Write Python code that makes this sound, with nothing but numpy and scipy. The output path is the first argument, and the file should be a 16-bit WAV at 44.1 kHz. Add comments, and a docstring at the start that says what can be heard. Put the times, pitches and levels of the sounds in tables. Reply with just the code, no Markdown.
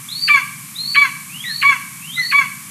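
"""Eagle calling from a pine nest

An eagle calls four times, over microphone hiss and a low rumble. Each call is a thin rising whistle
that breaks down into a loud yelp, shaped by the throat and turning harsh as it sags. The last two
calls have a soft lead-in and lower notes under the whistle. The forest rings after each call."""
import sys
import numpy as np
from scipy import signal
from scipy.fft import rfft, irfft
from scipy.io import wavfile
from scipy.ndimage import uniform_filter1d, minimum_filter1d

SR = 44100
rng = np.random.default_rng(int(sys.argv[2]) if len(sys.argv) > 2 else 0)


def master_out(mix):
    """Clip the mix to full scale and print it as 16-bit PCM to the path in sys.argv[1]."""
    frames = np.transpose(np.atleast_2d(mix))
    ceiling = np.clip(frames, -1, 1)
    pcm = np.round(ceiling * 32767).astype(np.int16)
    wavfile.write(sys.argv[1], SR, pcm)


N = 119070

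# hiss spectrum (frequency [Hz], relative density [dB])
HISS_SPECTRUM = [(260, -68), (450, -37.5), (870, -20.5), (1130, -10), (1500, -19), (2270, -10.5),
                 (2700, -15), (3800, -18.5), (5200, -17), (7000, -11.5), (9500, -8.5), (12000, -10.5),
                 (13800, -15.5)]
# rumble spectrum (frequency [Hz], relative density [dB])
RUMBLE_SPECTRUM = [(15, -73), (25, -43), (54, -36.5), (122, -2), (150, 3.5), (259, -7.5), (384, -26),
                   (480, -37.5), (620, -75), (1060, -120)]
# whistles (start [s], length [s], target pitch [Hz], rise [s], level [dB], catch at [s], step up [Hz])
WHISTLES = [(.085, .191, 4498, 0.038, -20.5, 0.12, 145), (.746, 0.22, 4367, 0.037, -22, .122, 120),
            (1.434, .183, 4603, .068, -24, 0.138, 19.6), (2.115, 0.2, 4490, 0.076, -25, .095, 69)]
# yelps; the first ends before time zero, so only its echo is heard
# (start [s], length [s], pitch [Hz], level [dB], settling [s], crack gain [dB], sag onset [0-1])
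YELPS = [(-.38, .15, 1172, -8, 0.0111, -2, 0.445), (.276, 0.14, 1170, -10.5, 0.009, 1, 0.39),
         (.945, .15, 1146, -12, .016, 2.5, 0.5), (1.616, .154, 1149, -11, .028, 0, 0.47),
         (2.312, .148, 1151, -12.5, 0.0248, 1, 0.47)]
# course of a yelp (progress [0-1], gain [dB], harshness [0-1], outer partial gain [dB])
YELP_COURSE = [(0, -2.5, 0.65, -10), (.06, -6.5, 0.99, -28), (.15, -4.5, 0.38, -21), (0.258, -1, 0.09, -7),
               (.42, -8, 0, -14.5), (0.522, 1, 0.21, -2), (.62, -9, 0.28, 5.5), (.73, -5, 1, 0),
               (.85, -17, 0.87, 5), (1, -19.5, 0.8, 0)]
# yelp harmonics (pitch multiple [x], gain [dB])
HARMONICS = [(1, -4), (2, -1), (3, -11), (4, -18.5)]
# partials between the harmonics of a harsh voice (pitch multiple [x], gain [dB])
SUBTONES = [(1.25, -11.5), (1.5, -2.5), (1.75, -20.5), (2.25, -21), (2.5, -11), (3.5, -20)]
# faint partials below and above the throat band (pitch multiple [x], gain [dB])
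OUTER_PARTIALS = [(.25, -32.5), (.5, -40.5), (5, -33.5), (6, -25)]
# throat resonances (frequency [Hz], gain [dB])
THROAT = [(800, -8.5), (1120, 0), (1400, -7.5), (1720, 2.5), (2000, -3), (2200, 0), (2310, 7), (2450, -4.5),
          (2600, 1), (2950, -1), (3200, -20), (3420, -6), (3780, -26), (4300, -5.5), (4700, -12.5),
          (5100, -80), (8000, -55)]
# rasp spectrum (frequency [Hz], relative density [dB])
RASP_SPECTRUM = [(500, -50), (850, -49), (1100, 20), (1800, 35), (2900, -24), (3600, -49), (4300, 7.5),
                 (5000, -36), (9000, -50)]
# bursts as the voice cracks (delay [s], length [s], pitch [Hz], gain [dB])
CRACK_BURSTS = [(.004, 0.025, 1761, -9.5), (.01, 0.0045, 2944, -10)]
# echoes from nest and trunks (delay [s], gain [dB])
ECHOES = [(.0043, -17), (.0098, -12), (.0172, -15.5), (.029, -23.5)]
# forest decay (frequency [Hz], T60 [s])
FOREST_T60 = [(300, 0.63), (1100, 0.7), (2300, 0.67), (3400, 0.34), (4500, 0.51), (9000, 0.14)]
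# colour of the scattered sound (frequency [Hz], gain [dB])
FOREST_COLOUR = [(500, -2), (1100, 2.5), (1700, 2.5), (2300, 1.5), (3400, 12), (4500, 9), (7000, 8)]
# lead-ins (start [s], length [s], from [Hz], to [Hz], level [dB])
LEAD_INS = [(1.295, .15, 2330, 3530, -37.5), (2.015, 0.13, 2470, 3415, -38.5)]
# lower notes
# (start [s], length [s], pitch [Hz], sag [Hz], overshoot [Hz], level [dB], attack [s], release [s])
LOW_NOTES = [(1.437, .105, 1956, 337, 1089, -28, 0.0034, 0.033),
             (2.155, 0.13, 2063, 316, 1, -18.5, 0.039, 0.088),
             (2.174, 0.02, 1395, 40, 0, -32, 0.0073, 0.0078)]

JITTER_RATE_HZ, PREROLL_S = 330, .4


def amp(db):
    """Decibels to gain."""
    return 10 ** (np.asarray(db) / 20)


def unit(x):
    """Scale to rms 1."""
    return x / np.sqrt(np.mean(x ** 2) + 1e-20)


def lookup(table, hz):
    """Interpolate a table over log frequency."""
    f, value = np.transpose(table)
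    return np.interp(np.log(hz + 1), np.log(f + 1), value)


def add(mix, start_s, sound):
    """Mix a sound in at start_s."""
    part = mix[max(round(start_s * SR), 0):][:len(sound)]
    part += sound[:len(part)]


def noise(spectrum):
    """Shaped noise, rms 1."""
    gain = amp(lookup(spectrum, np.fft.rfftfreq(N, 1 / SR)))
    return unit(irfft(rfft(rng.standard_normal(N)) * gain, N))


def waver(t, rate_hz):
    """Random wavering, low-passed at rate_hz."""
    f = np.fft.rfftfreq(SR, 1 / SR)
    return unit(irfft(rfft(rng.standard_normal(SR)) / (1 + (f / rate_hz) ** 4), SR))[:len(t)]


def tone(hz, multiple=1):
    """Sine partial on a pitch curve, rms 1."""
    return np.sqrt(2) * np.sin(2 * np.pi * (multiple * np.cumsum(hz) / SR + rng.random()))


def fade(t, attack_s, release_s):
    """Attack, hold, release."""
    ramp = np.minimum(t / attack_s, (t[-1] - t) / release_s)
    return np.sin(np.pi / 2 * np.clip(ramp, 0, 1)) ** 2


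def background():
    """Steady microphone hiss over a low rumble."""
    return amp(-34.5) * noise(HISS_SPECTRUM) + amp(-42.5) * noise(RUMBLE_SPECTRUM)


def thin_tone(t, hz, jitter=.0092, flutter_db=3.5):
    """High register: one partial, unsteady in pitch and level."""
    return tone(hz * (1 + jitter * waver(t, 123))) * amp(flutter_db * waver(t, 94))


def whistle(length_s, target_hz, rise_s, db, catch_s, step_hz, from_hz=3350, overlap_s=.008):
    """The voice climbs and swells, catches and steps up, then strains and sags."""
    t = np.arange(0, length_s + overlap_s, 1 / SR)
    catch = (t - catch_s) / .005
    strain = np.clip((t - length_s) / .016 + 1, 0, 1)
    climb_hz = target_hz + (from_hz - target_hz) * np.exp(-t / rise_s)
    hz = climb_hz + step_hz * (1 + np.tanh(catch)) / 2 - 420 * strain ** 2
    swell_db = -13 * np.exp(-t / .1) + 1.5 * strain
    catch_db = -19 * np.exp(-catch ** 2)
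    # rough shadow just under the pitch
    air = amp(-24.5) * tone(hz * (.91 + .039 * waver(t, JITTER_RATE_HZ)))
    return (thin_tone(t, hz) + air) * fade(t, .0053, .01) * amp(db + swell_db + catch_db)


def yelp(length_s, pitch_hz, db, settle_s, crack_db, sag_onset, break_hz=2767, plunge_s=.0095):
    """The voice cracks down through the throat resonances, holds clean, sags and splits into subtones."""
    t = np.arange(0, length_s, 1 / SR)
    progress = t / length_s
    knots, *columns = np.transpose(YELP_COURSE)
    course_db, harshness, outer_db = (np.interp(progress, knots, column) for column in columns)
    plunge = np.exp(-(t / plunge_s) ** 2)
    undershoot = .0645 * np.exp(-.5 * (t / settle_s) ** 2)
    sag = .17 * (np.maximum(progress - sag_onset, 0) / (1 - sag_onset)) ** 1.15
    hz = pitch_hz * (1 - undershoot - sag) + (break_hz - pitch_hz) * plunge
    jitter = .002 + .012 * harshness + .025 * plunge
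    shaky_hz = hz * (1 + jitter * waver(t, JITTER_RATE_HZ))
    voice = sum(tone(shaky_hz, k) * amp(gain_db + lookup(THROAT, k * hz)) for k, gain_db in HARMONICS)
    subtones = sum(tone(shaky_hz, k) * amp(gain_db + lookup(THROAT, k * hz) + 2 * waver(t, 180))
                   for k, gain_db in SUBTONES)
    outer = sum(tone(shaky_hz, k) * amp(gain_db + outer_db) for k, gain_db in OUTER_PARTIALS)
    rasp = amp(-19.5) * noise(RASP_SPECTRUM)[:len(t)]
    rough = harshness * ((1 - plunge) * subtones + rasp)
    out = (voice + outer + rough) * fade(t, .0026, .0042) * amp(course_db)
    for delay_s, *burst in CRACK_BURSTS:
        add(out, delay_s, amp(crack_db) * crack(*burst))
    return out * amp(db)


def crack(length_s, hz, db, jitter=.041):
    """One rough burst in a throat resonance."""
    t = np.arange(0, length_s, 1 / SR)
    shaky_hz = hz * (1 + jitter * waver(t, JITTER_RATE_HZ))
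    return tone(shaky_hz) * fade(t, length_s / 4, length_s / 2) * amp(db)


def scatter(t60_table):
    """Dense echoes, each band decaying by its T60."""
    hz, t, bands = signal.stft(rng.standard_normal(SR), SR, nperseg=256)
    decay = np.exp(-np.log(1000) * t / lookup(t60_table, hz)[:, None])
    energy = SR * np.mean(decay ** 2, axis=1, keepdims=True)
    gain = amp(lookup(FOREST_COLOUR, hz))[:, None] / np.sqrt(energy)
    return signal.istft(bands * decay * gain, SR, nperseg=256)[1][:SR]


def forest(x, branch_t60_s=.083):
    """Direct sound, near echoes, scatter from the branches and a long faint tail."""
    response = np.zeros(SR)
    response[0] = 1
    for delay_s, db in ECHOES:
        add(response, delay_s, amp([db]))
    add(response, .004, amp(-15.5) * scatter([(1, branch_t60_s)]))
    add(response, .025, amp(-14.5) * scatter(FOREST_T60))
    return signal.fftconvolve(x, response)[:len(x)]


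def lead_in(length_s, from_hz, to_hz, db):
    """Soft glide up into the whistle."""
    t = np.arange(0, length_s, 1 / SR)
    hz = from_hz + (to_hz - from_hz) * (t / length_s) ** .87
    return thin_tone(t, hz) * fade(t, .003, .01) * amp(db)


def low_note(length_s, pitch_hz, sag_hz, overshoot_hz, db, attack_s, release_s):
    """Falling, nearly pure note under the whistle."""
    t = np.arange(0, length_s, 1 / SR)
    hz = pitch_hz + overshoot_hz * np.exp(-t / .0036) - sag_hz * (t / length_s) ** 2.005
    shaky_hz = hz * (1 + .018 * waver(t, 350))
    voice = tone(shaky_hz) + amp(-23) * tone(shaky_hz, multiple=3)
    return voice * fade(t, attack_s, release_s) * amp(db)


def eagle():
    """All parts of the calls, from PREROLL_S before time zero."""
    out = np.zeros(N + round(PREROLL_S * SR))
    for table, sound in (WHISTLES, whistle), (YELPS, yelp), (LEAD_INS, lead_in), (LOW_NOTES, low_note):
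        for start_s, *row in table:
            add(out, start_s + PREROLL_S, sound(*row))
    return out


def scene():
    """Eagle in the forest over the background, mono."""
    return (forest(eagle())[-N:] + background())[None]


def record(dry, ceiling=.95, limiter_s=.006, cutoff_hz=14000):
    """Peak limiter, then low-pass."""
    size = round(limiter_s * SR)
    needed_gain = ceiling / np.maximum(abs(dry), ceiling)
    gain = uniform_filter1d(minimum_filter1d(needed_gain, 2 * size), size)
    lowpass = signal.firwin(511, cutoff_hz, window=("kaiser", 9), fs=SR)
    return signal.oaconvolve(dry * gain, lowpass[None], "same")


dry = scene()
out = record(dry)
master_out(out)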